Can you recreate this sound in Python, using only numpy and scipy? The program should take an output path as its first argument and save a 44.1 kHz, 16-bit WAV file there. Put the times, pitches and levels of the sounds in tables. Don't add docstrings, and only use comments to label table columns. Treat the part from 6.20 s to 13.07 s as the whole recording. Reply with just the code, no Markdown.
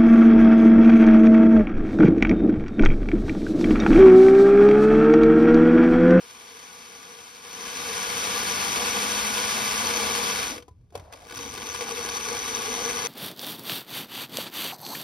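import sys
import numpy as np
from scipy import signal
from scipy.fft import rfft, irfft, next_fast_len
from scipy.io import wavfile
from scipy.ndimage import uniform_filter1d, map_coordinates

SR = 44100
rng = np.random.default_rng(int(sys.argv[2]) if len(sys.argv) > 2 else 0)


def gain_from_db(level_db):
    decades = np.asarray(level_db, float) / 20
    return 10 ** decades


def waveform_to_disk(signal):
    frames = np.transpose(np.atleast_2d(signal))
    scaled = np.clip(frames, -1, 1) * 32767
    samples = np.round(scaled).astype(np.int16)
    wavfile.write(sys.argv[1], SR, samples)


N = 303055

# (time [s], rattle [dB])
RATTLE = [(0, -33), (.4, -31.5), (4.06, -31.5), (4.28, -34.5), (4.378, -48), (4.424, -72), (4.54, -85.5),
          (4.715, -85.5), (4.745, -67), (4.91, -69.5), (4.95, -60), (5.08, -56), (5.2, -42.5), (5.33, -46),
          (5.39, -43), (5.6, -40.5), (6.0, -38), (6.87, -35.5)]
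# (time [s], shaft [Hz])
SHAFT = [
    (0, 150),
    (.4, 176),
    (1.2, 180),
    (1.5, 187),
    (2, 187),
    (2.7, 207),
    (3.7, 214),
    (4, 208),
    (4.2, 195),
    (4.4, 160),
]
# (centre [Hz], width [Hz], level [dB])
SHELL = [(1006, 119, 3), (1170, 54, 4), (1471, 70, 3.5), (1662, 103, 1.5), (2030, 37, 0.5),
         (2286, 445, 0.5), (2620, 72, 1), (3093, 133, -1.5), (3403, 190, -3), (3675, 110, -2.5),
         (3830, 34, 0), (4250, 60, -2), (4496, 150, 1.5), (5037, 280, -0.5), (5700, 130, -0.5)]
# (centre [Hz], width [Hz], level [dB])
SHELL_APART = [(1000, 90, 13), (1180, 80, 14), (1430, 70, 7.5), (1900, 120, 0.5), (2650, 150, -47),
               (3300, 250, -4.5), (4200, 200, -9), (5700, 200, -21.5), (6100, 250, -12)]
# (centre [Hz], width [Hz], level [dB])
BOILER = [(473, 36, 1), (430, 60, -11), (510, 40, -9)]
# (centre [Hz], width [Hz], level re boiler [dB])
CAB_TANKS = [(238.6, 69, -8.5), (327, 250, -16.5), (697, 150, -17), (835, 170, -11), (1142, 127, -8.5)]
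# (centre [Hz], width [Hz], level [dB])
BRUSH_SPRINGS = [(5956, 190, -0.5), (6093, 82, 0)]
# (frequency [Hz], level [dB])
SUM_COLOUR = [(100, -0.5), (300, -3), (900, -2), (3000, -0.5), (6000, -1.5), (6600, -4.5), (7000, -16.5),
              (7700, -14), (8400, -6.5), (10000, -4.5), (13000, -10), (14100, -22.5), (15950, -19.5),
              (16200, -120)]
# (frequency [Hz], level [dB])
DIFFERENCE_COLOUR = [(100, -10.5), (300, -12.5), (900, -10), (3000, 2), (4900, -7), (5600, 0), (7200, 3.5),
                     (9200, -1), (10600, -31.5), (11700, -20), (13200, -7.5), (14500, -2.5), (15800, -15),
                     (16300, -120)]
# (frequency [Hz], likeness [0-1], lead [rad])
PORT_LIKENESS = [(180, .95, 1.15), (500, 0.94, 0.58), (610, .65, -2), (805, 0.3, -1.5), (1050, 0.3, 0.36),
                 (1480, 0.5, 1.7), (2040, 0.3, -0.35), (2600, .45, .3), (3200, 0.97, 1.2), (3900, 0.5, .1),
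                 (5000, 0, 0), (6040, 1, -0.77), (6500, 0.2, -0.39), (8650, 0.17, 1.6)]
# (frequency [Hz], density [dB per Hz])
RUMBLE = [(20, -43), (30, -7), (50, 5.5), (85, 6), (150, -7), (300, -21), (600, -32), (1100, -41),
          (1600, -52.5), (6000, -65), (16000, -82.5)]
# (time [s], ripple depth [0-1], coarseness [dB])
LOAD = [
    (0, 0.21, 0.5),
    (4.4, 0.24, 0.5),
    (4.8, 0.3, -5),
    (5.08, 0.5, 8.5),
    (5.2, 0.64, 0.8),
    (5.9, 0.34, 1.5),
    (6.87, 0.37, -1.5),
]
# (time [s], peak [dB], hollow part [dB], thud part [dB], hollow ring [Hz])
SWITCH = [(4.362, -30, -14, -28, 473), (4.38, -27, -14, -23, 487), (4.401, -38, -15, -25, 487),
          (4.4236, -36.5, -16.5, -13, 487), (4.481, -50.5, 5.5, -10, 1000), (4.51, -62, -3, 23, 425),
          (4.6114, -67.5, 0, 24, 400), (4.638, -76, 1, 28, 422), (4.704, -52, -14, -15, 433),
          (4.7234, -62, 9, -4, 700), (4.7529, -27.5, -2, -10, 567), (4.775, -31, -16, -3, 1000),
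          (4.7963, -37.5, -11, 1.5, 622), (4.821, -60, -5, 18, 500), (4.925, -29, -25, -26, 520),
          (4.9351, -28, -17.5, -30.5, 470), (5.019, -44, -7, -8, 700)]
# (time [s], peak [dB], hollow ring [Hz])
RODS = [(5.0472, -50, 566), (5.0864, -34, 1040), (5.097, -30, 1030), (5.109, -26, 850), (5.1232, -26, 1160),
        (5.1647, -30, 486), (5.172, -21.5, 1100), (5.189, -22, 1100), (5.2604, -26, 475),
        (5.338, -22.5, 1180), (5.3764, -22, 460), (5.5277, -27.5, 490), (5.5469, -17.5, 1170),
        (5.6087, -19, 477), (5.8487, -19, 464), (5.8883, -18, 1000), (6.0857, -16, 1060),
        (6.1475, -22, 475), (6.2687, -33, 488), (6.458, -21.5, 426)]
# (time [s], hold [s], level [dB])
STALL = [
    (4.3, 0.047, -42),
    (4.755, .04, -43.5),
    (4.85, 0.2, -48.5),
    (5.1, 0.36, -59),
]
# (time [s], hold [s], level [dB])
CRAWL = [
    (4.3, 0.068, -44),
    (4.755, 0.048, -56),
    (4.93, 0.08, -63.5),
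    (5.14, 0.34, -52.5),
]
# (time [s], hold [s], level [dB])
SURGES = [(.24, .09, 6), (.92, .03, 0), (1.7, .06, 4), (5.61, .04, 2), (5.72, .06, 6), (5.97, .06, 0),
          (6.32, .05, 0), (6.48, .03, 3), (6.65, .03, 1), (6.72, .03, 1), (6.82, .04, 3)]
# (forwards [dB], standing [dB], backwards [dB])
SWELL_DB = [1.5, 1, 1.5]

RIPPLE_HZ = 100.0
STOP_S, AWAY_S = 4.4, 5.16
BOOM_DB, BUZZ_DB = [-7, 0, -3], [-7.5, -29, -2]
BENCH_DB, SHAKE_DB = [-52.5, -54.5, -50.5], 1
RISE_DB_PER_S, FALL_DB_PER_S = 800.5, 250
ROD_HOLLOW_DB, ROD_THUD_DB, KNOCK_T60_S, THUD_T60_S = -19.5, -24, 0.045, 0.053
POLE_DB, POLE_POWER = -19, 3
UNBALANCE_DB, UNBALANCE_POWER = -13.5, 5
DUCKED_DB, OPEN_S, OPEN_TIME_S = -18.5, 1.214, 0.36


def unit(x):
    return x / np.sqrt(np.mean(x ** 2) + 1e-20)


def along(points, hz, column=1):
    table = np.transpose(points)
    return np.interp(np.log(hz + 1), np.log(table[0] + 1), table[column])


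def curves(rows):
    s, *cols = np.transpose(sorted(rows))
    return [np.interp(np.arange(N) / SR, s, c) for c in cols]


def stage(values):
    times_s = [STOP_S - .05, STOP_S, AWAY_S - .03, AWAY_S]
    return np.interp(np.arange(N) / SR, times_s, np.array(values)[[0, 1, 1, 2]])


def held(rows):
    t = np.arange(N) / SR
    levels_db = []
    for s, hold_s, db in rows:
        rise_db = RISE_DB_PER_S * np.maximum(s - t, 0)
        fall_db = FALL_DB_PER_S * np.maximum(t - s - hold_s, 0)
        levels_db.append(db - rise_db - fall_db)
    return gain_from_db(np.max(levels_db, axis=0))


def wobble(rate_hz):
    knots = rng.standard_normal(int(N * rate_hz / SR) + 4)
    return map_coordinates(knots, [np.arange(N) * rate_hz / SR])


def filtered(x, response):
    m = next_fast_len(N + SR // 2)
    return irfft(rfft(x, m) * response(np.fft.rfftfreq(m, 1 / SR)), m)[..., :N]


def ringing(modes, between_db):
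    def peak(f, c, w):
        return (f * w) ** 2 / ((c * c - f * f) ** 2 + (f * w) ** 2 + 1)

    def response(f):
        power = sum(gain_from_db(2 * db) * peak(f, c, w) ** 2 for c, w, db in modes)
        return np.sqrt(gain_from_db(2 * between_db) + power)
    return response


def ports(push, near, far):
    def alike(hz):
        return np.clip(along(PORT_LIKENESS, hz), 0, .99)
    same = filtered(push[0], lambda hz: alike(hz) * np.exp(1j * along(PORT_LIKENESS, hz, column=2)))
    apart = same + filtered(push[1], lambda hz: np.sqrt(1 - alike(hz) ** 2))
    return np.array([filtered(push[0], near), filtered(apart, far)])


def teeth(ripple, coarse_db):
    phase = (np.arange(N) / SR * RIPPLE_HZ + .13 + .04 * wobble(40)) % 1
    kick = np.exp(-phase / .4) * (1 - np.exp(-phase / .08)) * gain_from_db(2.5 * wobble(70))
    slack_db = coarse_db * (.5 * wobble(7) + 1.0 * wobble(30) + 0.66 * wobble(150) + 1.17 * wobble(900))
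    gate = (1 - ripple + ripple * kick / np.mean(kick)) * gain_from_db(slack_db)
    gate /= np.sqrt(np.abs(uniform_filter1d(gate ** 2, SR // 8)))
    return gate * rng.standard_normal((2, N))


def bench():
    level_db = stage(BENCH_DB) + SHAKE_DB * wobble(9) + wobble(3)
    rumble = filtered(rng.standard_normal((2, N)), lambda hz: gain_from_db(along(RUMBLE, hz)))
    return gain_from_db(level_db) * unit(rumble) * gain_from_db([[0], [-16]])


def groan():
    upper = ringing([(660, 480, 0)], between_db=-53)
    lower = ringing([(273, 75, 0.0068)], between_db=-56)
    worm = gain_from_db(13) * ports(teeth(0.25, 1.2), upper, upper) * gain_from_db([[0], [-6]])
    wheels = gain_from_db(25.0) * ports(teeth(0.23, 0.73), lower, lower) * gain_from_db([[0], [-9]])
    return held(STALL) * worm + held(CRAWL) * wheels


def knocks():
    crack, ring, thud = np.zeros((3, 2, N + SR))
    t = np.arange(SR // 8) / SR
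    rods = [(s, db, ROD_HOLLOW_DB, ROD_THUD_DB, hz) for s, db, hz in RODS]
    for s, db, hollow_db, thud_db, ring_hz in SWITCH + rods:
        at = slice(round(s * SR), round(s * SR) + len(t))
        burst = rng.standard_normal((2, 2, len(t))) * (1 - np.exp(-t / 0.00059))
        ring_db = db + hollow_db
        tone = np.sin(2 * np.pi * ring_hz * t)
        crack[:, at] += (1 + 0.74 * np.exp(-t / 0.0016)) * gain_from_db(db - 60 * t / KNOCK_T60_S) * burst[0]
        ring[0, at] += gain_from_db(ring_db + 4.5 - 60 * t / (3.1 * KNOCK_T60_S)) * tone
        ring[:, at] += gain_from_db(ring_db + 18.5 - 60 * t / (1.1 * KNOCK_T60_S)) * burst[1]
        thud[0, at] += gain_from_db(db + thud_db - 60 * t / THUD_T60_S) * np.sin(2 * np.pi * 90 * t)

    def hollow(hz):
        return gain_from_db(along([(200, -13), (350, 5), (1100, -7), (1800, -24)], hz))
    body = ringing(SHELL + BRUSH_SPRINGS, between_db=-9)
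    shell = ports(crack[:, :N], body, ringing(SHELL_APART, between_db=-13))
    return gain_from_db(-2.0) * shell + gain_from_db(-1) * ports(ring[:, :N], hollow, hollow) + gain_from_db(2.5) * thud[:, :N]


def armature():
    (shaft_hz,), (rattle_db,) = curves(SHAFT), curves(RATTLE)
    speed = shaft_hz / 200
    turns = 2 * np.pi * np.cumsum(shaft_hz * (1 + .004 * wobble(12))) / SR
    once = gain_from_db(UNBALANCE_DB + 0.5 * wobble(26)) * speed ** UNBALANCE_POWER
    once = once * np.sin(turns + np.array([[0], [.9]]))
    poles = gain_from_db(POLE_DB + 3 * wobble(25)) * np.sin(3 * turns + .3 * wobble(30))
    poles *= 1 + 1.3 * np.sin(2 * np.pi * RIPPLE_HZ * np.arange(N) / SR)
    for order, db in [(2, -7), (4, 1), (7, -2)]:
        poles += gain_from_db(POLE_DB + db + 3 * wobble(20)) * np.sin(order * turns + .4 * wobble(30))
    whine = once * gain_from_db([[0], [-6]]) + speed ** POLE_POWER * poles * gain_from_db([[0], [-3]])
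    return stage([1, 0, 0]) * gain_from_db(rattle_db + 1.0) * whine


def gears():
    rattle_db, = curves(RATTLE)
    boom_db = stage(BOOM_DB) + stage(SWELL_DB) * wobble(9)
    buzz_db = stage(BUZZ_DB) + stage(SWELL_DB) * wobble(12)
    ripple, coarse_db = np.clip(curves(LOAD), 0, [[1], [3]])
    body, body_apart = ringing(SHELL, between_db=-6), ringing(SHELL_APART, between_db=-7.5)
    shell = ports(teeth(ripple, coarse_db), body, body_apart)
    cavity = ringing(BOILER + CAB_TANKS, between_db=-45.5)
    hollow = ports(teeth(.5 * ripple, 1.47 * coarse_db), cavity, cavity)
    hollow = hollow + held(SURGES) * filtered(hollow, ringing([(442, 40, 0)], between_db=-34))
    springs = ringing(BRUSH_SPRINGS, between_db=-46.0)
    buzz = ports(teeth(np.clip(4.0 * ripple, 0, 1), 2.0 * coarse_db), springs, springs)
    return gain_from_db(rattle_db) * (gain_from_db(11.5) * shell + gain_from_db(boom_db + 28.5) * hollow + gain_from_db(buzz_db + 19.5) * buzz)


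def scene():
    def colour(hz):
        dip = 1 - .7 / (1 + ((hz - 562) / 30) ** 2)
        return gain_from_db([along(SUM_COLOUR, hz), along(DIFFERENCE_COLOUR, hz)]) * dip
    both, apart = bench() + groan() + armature() + filtered(gears() + knocks(), colour)
    return np.array([both + apart, both - apart])


def thinned(dry, margin_db, faint_db, chance_db, from_hz):
    pair = np.array([dry[0] + dry[1], dry[0] - dry[1]]) / 2
    hz, t, z = signal.stft(pair, SR, 'cosine', nperseg=2048, noverlap=1024)
    power = np.mean(np.abs(z[:, :1024].reshape(2, 128, 8, -1)) ** 2, axis=2)
    level_db = 10 * np.log10(uniform_filter1d(power, size=2, axis=1) + 1e-20)
    other_db = np.maximum(level_db, np.roll(level_db, shift=2, axis=1))[::-1]
    body_db = 10 * np.log10(power[0, 6:36].mean(axis=0) + 1e-20)
    luck = unit(uniform_filter1d(rng.standard_normal((2, 32, len(t))), size=2, axis=2))
    masked = level_db < other_db - margin_db + chance_db * np.repeat(luck, 4, axis=1)
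    faint = level_db < body_db - faint_db + 3 * rng.standard_normal(power.shape)
    knock_s = [row[0] for row in SWITCH[3:] + RODS[:15]]
    calm = np.min(np.abs(t[:, None] - knock_s), axis=1) > .02
    empty = np.repeat((masked | faint) & calm, 8, axis=1)
    z[:, :1024] *= 1 - empty * (hz[:1024, None] > from_hz)
    both, apart = signal.istft(z, SR, 'cosine', nperseg=2048, noverlap=1024)[1][:, :N]
    return np.array([both + apart, both - apart])


def top_cut(x):
    return signal.sosfilt(signal.butter(12, 16630, fs=SR, output="sos"), x)


def record(dry):
    closed = np.exp(-np.maximum(np.arange(N) / SR - OPEN_S, 0) / OPEN_TIME_S)
    opened = dry * gain_from_db(DUCKED_DB * closed)
    lean = filtered(opened, lambda hz: (1j * hz / (36 + 1j * hz)) ** 3)
    mix = thinned(lean, margin_db=10.5, faint_db=19, chance_db=3.5, from_hz=[[[6000]], [[1400]]])
    return top_cut(mix)


dry = scene()
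out = record(dry)
waveform_to_disk(out)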